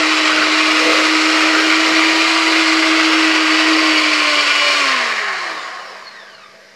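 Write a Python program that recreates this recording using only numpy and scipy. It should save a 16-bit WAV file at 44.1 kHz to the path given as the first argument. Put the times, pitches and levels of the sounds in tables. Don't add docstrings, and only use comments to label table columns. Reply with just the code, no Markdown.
import sys
import numpy as np
from scipy import signal
from scipy.fft import rfft, irfft, next_fast_len
from scipy.io import wavfile
from scipy.ndimage import uniform_filter1d, map_coordinates

SR = 44100
rng = np.random.default_rng(int(sys.argv[2]) if len(sys.argv) > 2 else 0)


def undo_db(level):
    steps = np.asarray(level, float) / 20
    return 10 ** steps


def dump(signal):
    limited = np.clip(np.atleast_2d(signal).T, -1, 1)
    pcm = np.round(limited * 32767).astype(np.int16)
    wavfile.write(sys.argv[1], SR, pcm)


N = 297675

# time_s, level_db, away_db
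ROAR = [(0, -18, 1), (.45, -18, 1.5), (.85, -17, 0.5), (1.15, -18, 1.5), (1.5, -18, 1), (2.08, -16.5, 0),
        (2.3, -17.5, 0.5), (2.76, -17.5, 0.5), (4.1, -17, 0), (4.7, -17, 0), (4.98, -19, 1.5),
        (5.24, -22, 1), (5.45, -27.5, 6), (5.85, -40, 11), (6.1, -43.5, 7.5), (6.35, -48.5, 8.5),
        (6.6, -48.5, -2), (6.75, -48.5, -1)]
# freq_hz, density_db
HOUSING_COLOUR = [(410, -49), (700, -9), (793, -11.5), (1170, -0.5), (1690, -4.5), (1920, 0.5), (2370, 1),
                  (2620, -1.5), (2930, -3), (3530, -9.5), (4640, -8.5), (5590, -14.5), (6100, -18.5),
                  (7160, -20), (13700, -49)]
# freq_hz, density_db
COASTING_COLOUR = [(410, -43), (700, -6), (909, -7), (1080, -0.5), (1370, -3.5), (1650, 1.5), (1870, 2.5),
                   (2230, -1.5), (2930, -12.5), (3270, -19.5), (4810, -19.5), (6100, -31.5), (6730, -30),
                   (9190, -43), (13700, -68)]
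# ring_hz, width_hz, boost_db, start_s, stop_s
RINGS = [(1072, 28, 12, 3.5, 6.3), (1087, 30, 5, -1, .8), (1152, 30, 6, 5.7, 8), (1190, 60, 3, -1, 5),
         (1453, 30, 6, 4.3, 5.1), (1580, 60, 6, 6.2, 8), (1701, 30, 5, 5.2, 6.2), (1894, 30, 4, 4.6, 8),
         (1967, 30, 5, -1, 4), (2128, 30, 5, -1, 4.4), (2357, 25, 4, -1, 2.2), (2360, 25, 9, 3.8, 5.3),
         (2411, 25, 4, .5, 3.4), (2449, 25, 4, -1, 5), (2833, 40, 5, .3, 4.6), (2922, 30, 5, .3, 5.3),
         (3057, 30, 7, 6.1, 8), (4030, 50, 4, .5, 3), (4134, 60, 5, .7, 3.5), (4600, 120, 4, 1.8, 4.8),
         (4580, 160, 6.5, 3.7, 4.4), (2950, 90, 5, 5.1, 6), (5400, 80, 5, -1, 1.8), (5450, 90, 5, 2.8, 5)]
# time_s, speed_hz, hum_db
ROTOR = [(0.0, 313.4, -21.6), (0.42, 310.2, -24.5), (0.62, 312, -22.2), (1.25, 315, -20),
         (1.55, 315.8, -20.3), (2.08, 320.8, -19.2), (2.27, 323.4, -23.5), (2.42, 323.2, -22),
         (2.7, 320.3, -18.5), (3.2, 318.5, -18), (3.5, 315.1, -20), (3.76, 318.0, -18),
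         (3.92, 313.2, -19.7), (4.2, 303.9, -27.5), (4.36, 295.5, -31.8), (4.5, 292.9, -37),
         (4.78, 290.6, -36.5)]
# multiple, level_db, start_s, stop_s
ORDERS = [(3, -25, -1, 4.8), (3, -16.5, 1.95, 2.8), (4, -19, -1, 4.6), (4, -8, 4.72, 5), (4, -19, 5, 5.2),
          (5, -22, -1, 5), (5, -16, 4.2, 5), (10, -22, -1, 5.4), (10, -16, 4.1, 5.1), (11, -26, -1, 5),
          (24, -37, -1, 4.9)]
# freq_hz, level_db
COUNTER = [(60, -100), (140, -72), (172, -56), (205, -51), (230, -43), (262, -33), (291, -35)]
# freq_hz, level_db
TWICE = [(200, -75), (292, -62), (310, -41), (345, -42), (410, -38), (480, -42), (545, -40), (595, -32),
         (630, -41)]
# centre_hz, width_hz, level_db
SHELL = [(1170, 120, -43), (1360, 150, -51), (1560, 220, -45), (1850, 140, -40), (2450, 350, -54),
         (2960, 250, -50), (3650, 350, -48), (4300, 300, -45), (4800, 300, -53), (5400, 400, -52),
         (7050, 350, -52)]
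# peak_s, slosh_gain_db, half_length_s, rattle_gain_db
SWEEPS = [(0.0, 10, .05, 3), (0.38, 14, 0.22, 16.5), (0.86, 15, 0.3, 9), (0.994, 14, 0.17, 5),
          (1.35, 10, 0.28, 8), (1.594, 3, 0.24, 16), (1.67, 9, 0.23, 13), (1.913, 13, .07, 7),
          (2.15, 6, 0.25, -1), (3.15, 1, 0.083, -2), (3.57, -4.5, .06, 3), (4.2, -2, .15, -2),
          (5.05, -6.5, .2, -2)]
# freq_hz, density_db
CHURN_COLOUR = [(200, -35.5), (280, -9), (340, -3), (390, 1), (450, -2), (560, 0), (630, -1.5), (656, 10),
                (682, -10), (760, -8), (950, -11.5), (1100, -35.5)]
# freq_hz, density_db
SLOSH_COLOUR = [(25, -30), (80, -32), (110, -14), (170, -0.5), (240, 6.5), (300, 1), (400, -41)]
# freq_hz, density_db
KITCHEN_COLOUR = [(25, -40), (80, -38), (105, -12), (140, -4), (250, -41), (1000, -7.5), (2000, -24.5),
                  (5000, -5), (8000, -25), (14000, -34)]
# start_s, peak_db, ring_hz
KNOCKS = [
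    (0.743, -17, 517),
    (0.8, -9, 496),
    (0.82, -7, 490),
    (0.846, -10, 476),
    (0.867, -2, 517),
    (0.902, -11, 486),
    (0.942, -4, 520),
    (1.006, -21, 530),
]
# start_s, peak_db, ring_hz
CLICKS = [
    (5.9539, -22, 1060),
    (6.0215, -25, 1050),
    (6.2205, -34, 1730),
    (6.2652, -33, 1730),
    (6.3959, -33, 1290),
    (6.454, -36, 1180),
    (6.549, -41, 1830),
    (6.6044, -34, 1675),
    (6.6887, -38, 1835),
]
# freq_hz, t60_s
TILES = [(300, 0.85), (2000, 0.36), (10000, 0.15)]
# time_s, limit_hz
TOP = [(0, 12700), (.7, 13300), (.8, 13950), (2.5, 13950), (2.8, 13650), (3.3, 13500), (3.5, 13900),
       (5.3, 13900), (5.7, 13100), (6.75, 13100)]

OFF_S, DRAG_PER_S, FRICTION_HZ_PER_S = 4.778, .435, 76.2
DEEP_DB, BRIGHT_DB = -5, -4
DEEP_AWAY, BRIGHT_AWAY = 1.1, .6
BRIGHT_LOSS_DB = 3
BAR_DB, BAR_BELOW_HZ = (-1, 1, -3), (300, 160, 105)
LIFT_OFF_HZ, TICK_POWER = 42, .6
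CHURN_DB, SLOSH_DB = -29.5, -57
CHURN_POWER, SLOSH_POWER = 1.31, 0.43
SWEEP_CHURN = 0.32
DEEP_CHURN_HZ, DEEP_CHURN_POWER = 400, 1
RATTLE_HZ, RATTLE_WIDTH_HZ, RATTLE_DB = 1490, 320, -35.5
WALL_DB = -5


def along(points, hz):
    f, v = np.transpose(points)
    return np.interp(np.log(hz + 1), np.log(f + 1), v)


def curves(rows):
    s, *cols = np.transpose(rows)
    return [np.interp(np.arange(N) / SR, s, c) for c in cols]


def unit(x):
    return x / np.sqrt(np.mean(x ** 2) + 1e-20)


def steady(x):
    return x / np.sqrt(uniform_filter1d(x ** 2, size=SR // 2))


def wobble(rate):
    knots = rng.standard_normal(int(N * rate / SR) + 4)
    return map_coordinates(knots, [np.arange(N) * rate / SR])


def between(t, start, stop, fade):
    return np.clip(np.minimum(t - start, stop - t) / fade + .5, 0, 1)


def filtered(x, response):
    m = next_fast_len(N + 8192)
    return irfft(rfft(x, m) * response(np.fft.rfftfreq(m, 1 / SR)), m)[:N]


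def coloured(x, points):
    return filtered(x, lambda hz: undo_db(along(points, hz)))


def lowpass(x, cutoff_hz):
    return filtered(x, lambda hz: 1 / (1 + (hz / cutoff_hz) ** 8))


def resonance(hz, centre_hz, width_hz):
    return 1 / (1 + (2 * (hz - centre_hz) / width_hz) ** 2)


def drift(shape, bins, frames):
    field = uniform_filter1d(rng.standard_normal(shape), size=bins, axis=0)
    return unit(uniform_filter1d(field, size=frames, axis=1))


def patchy(patchy_db):
    z = signal.stft(rng.standard_normal(N), nperseg=512)[2]
    gain_db = patchy_db * drift(z.shape, bins=4, frames=20)
    return signal.istft(z * undo_db(gain_db), nperseg=512)[1][:N]


def speed():
    held_hz, rest_hz = curves(ROTOR)[0], FRICTION_HZ_PER_S / DRAG_PER_S
    coasted_s = np.maximum(np.arange(N) / SR - OFF_S, 0)
    return (held_hz + rest_hz) * np.exp(-DRAG_PER_S * coasted_s) - rest_hz


def reflections(x, ripple_db):
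    hz, t, z = signal.stft(x, SR, nperseg=4096, noverlap=3072)
    gain_db = ripple_db * drift(z.shape, bins=3, frames=40)
    for ring_hz, width_hz, boost_db, start_s, stop_s in RINGS:
        present = between(t, start_s, stop_s, fade=0.76)
        gain_db += boost_db * resonance(hz[:, None], ring_hz, width_hz) * present
    return signal.istft(z * undo_db(gain_db), SR, nperseg=4096, noverlap=3072)[1][:N]


def walls(x):
    hz, t, z = signal.stft(rng.standard_normal(SR // 2), SR, nperseg=256)
    decay_db = -60 * t / along(TILES, hz)[:, None]
    tail = signal.istft(z * undo_db(decay_db), SR, nperseg=256)[1]
    led_in = np.pad(x, (SR // 2, 0), "reflect")
    wet = signal.fftconvolve(led_in, tail / np.linalg.norm(tail))[SR // 2:][:N]
    return (x + undo_db(WALL_DB) * wet) / np.sqrt(1 + undo_db(2 * WALL_DB))


def roar():
    level_db, away_db = curves(ROAR)
    deep_db = DEEP_DB + DEEP_AWAY * away_db + .5 * wobble(1.93)
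    bright_db = BRIGHT_DB + BRIGHT_AWAY * away_db + 0.55 * wobble(1.59)
    flutter = undo_db(.6 * wobble(60) + 1 * wobble(700))
    source = reflections(flutter * patchy(patchy_db=.5), ripple_db=2.2)
    fast = unit(coloured(source, HOUSING_COLOUR))
    slow = unit(coloured(source, COASTING_COLOUR))
    driven = np.clip((speed() - 200) / 90, 0, 1)
    bright_db = bright_db - BRIGHT_LOSS_DB * (1 - driven)
    air = driven * fast + (1 - driven) * slow
    deep = lowpass(air, 1500)
    bright = air - lowpass(air, 3300)
    middle = air - deep - bright
    mix = steady(middle) + undo_db(deep_db) * steady(deep) + undo_db(bright_db) * steady(bright)
    return undo_db(level_db - 0.74) * mix


def rotor():
    t, hz, roar_db = np.arange(N) / SR, speed(), curves(ROAR)[0]
    off = between(t, OFF_S, 8, fade=.1)
    turn = 2 * np.pi * np.cumsum(hz) / SR

    def tone(multiple, db, waver_db, rate):
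        level = np.sqrt(2) * undo_db(db + waver_db * wobble(rate))
        return level * np.sin(multiple * turn + .15 * waver_db * wobble(rate))

    once_db = (1 - off) * curves(ROTOR)[1] + off * along(COUNTER, hz)
    hum = tone(1, once_db, waver_db=1.1, rate=25)
    hum += tone(2, along(TWICE, 2 * hz), waver_db=5.5 - 3.5 * off, rate=13)

    whine = np.zeros(N)
    for multiple, db, start_s, stop_s in ORDERS:
        order = tone(multiple, db + roar_db, waver_db=3 - 2 * off, rate=10)
        whine += between(t, start_s, stop_s, fade=.2) * order

    ticks = np.zeros(N)
    for k, (db, below_hz) in enumerate(zip(BAR_DB, BAR_BELOW_HZ)):
        multiple = 24 * (k + 1)
        heard = np.clip(np.minimum((below_hz - hz) / 15, (hz - LIFT_OFF_HZ) / 6), 0, 1)
        heard = heard * (hz / 75) ** TICK_POWER
        shell = sum(undo_db(shell_db) * resonance(multiple * hz, c, w) for c, w, shell_db in SHELL)
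        ticks += heard * shell * tone(multiple, db, waver_db=2, rate=40)
    worn = 1 + .7 * np.cos(turn)
    return hum + whine + walls(worn * ticks)


def batter():
    t, pace_db = np.arange(N) / SR, 20 * np.log10(speed() / 315)
    sweep_gains, rattle_gains = [], []
    for peak_s, slosh_gain_db, half_s, rattle_gain_db in SWEEPS:
        shape = np.clip(1 - np.abs(t - peak_s) / half_s, 0, 1)
        sweep_gains.append(slosh_gain_db * shape)
        rattle_gains.append(rattle_gain_db * shape)
    sweep_db = np.max(sweep_gains, axis=0)
    rattle_db = RATTLE_DB + 3 * pace_db + np.max(rattle_gains, axis=0)
    churn_db = CHURN_DB + CHURN_POWER * np.maximum(pace_db, -15) + SWEEP_CHURN * sweep_db + 1.16 * wobble(9)
    slosh_db = SLOSH_DB + SLOSH_POWER * pace_db + sweep_db + 1.2 * wobble(6)

    churn = unit(coloured(undo_db(0.22 * wobble(35)) * patchy(patchy_db=-0.5), CHURN_COLOUR))
    bottom = lowpass(churn, DEEP_CHURN_HZ)
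    churn = churn - bottom * (1 - undo_db(DEEP_CHURN_POWER * np.maximum(pace_db, -9)))
    slosh = unit(coloured(undo_db(2.3 * wobble(18)) * rng.standard_normal(N), SLOSH_COLOUR))
    scrape = undo_db(3.3 * wobble(40)) * rng.standard_normal(N)
    rattle = unit(filtered(scrape, lambda hz: resonance(hz, RATTLE_HZ, RATTLE_WIDTH_HZ)))
    return undo_db(rattle_db) * rattle + undo_db(churn_db) * churn + undo_db(slosh_db) * slosh


def kitchen():
    air = unit(coloured(rng.standard_normal(N), KITCHEN_COLOUR))
    hum = np.sin(2 * np.pi * 199.3 * np.arange(N) / SR + .2 * wobble(5))
    return undo_db(-51.0) * air + undo_db(-58) * hum


def strikes(events, t60_s, rise_s, gain_db):
    out, t = np.zeros(N + SR), np.arange(SR // 10) / SR
    for start_s, peak_db, ring_hz in events:
        envelope = undo_db(peak_db + gain_db - 60 * t / t60_s) * (1 - np.exp(-t / rise_s))
        out[round(start_s * SR):][:len(t)] += envelope * np.sin(2 * np.pi * ring_hz * t)
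    return out[:N]


def scene():
    hits = strikes(KNOCKS, t60_s=.045, rise_s=.003, gain_db=-1)
    hits += strikes(CLICKS, t60_s=.025, rise_s=.0006, gain_db=-3)
    return (roar() + batter() + walls(hits) + rotor() + kitchen())[None]


def band_limit(x):
    return signal.sosfilt(signal.butter(12, 13830, fs=SR, output="sos"), x)


def record(dry):
    soft = dry[0] / (1 + np.abs(dry[0] / .99) ** 5) ** (1 / 5)
    thin = filtered(soft, lambda hz: 1j * hz / (60 + 1j * hz))
    hz, t, z = signal.stft(thin, SR, nperseg=2048)
    blocks = rng.exponential(size=(129, len(t) // 3 + 1))
    luck = np.kron(blocks, np.ones((8, 3)))[:len(hz), :len(t)]
    starved_hz = 1500 * np.clip(20 * np.linalg.norm(z, axis=0), 0, 1)
    limit_hz = np.interp(t, *np.transpose(TOP)) - starved_hz * np.maximum(luck ** .6 - .55, 0)
    trimmed = signal.istft(z * (hz[:, None] < limit_hz), SR, nperseg=2048)[1][:N]
    return band_limit(trimmed[None] - .0005)


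dry = scene()
out = record(dry)
dump(out)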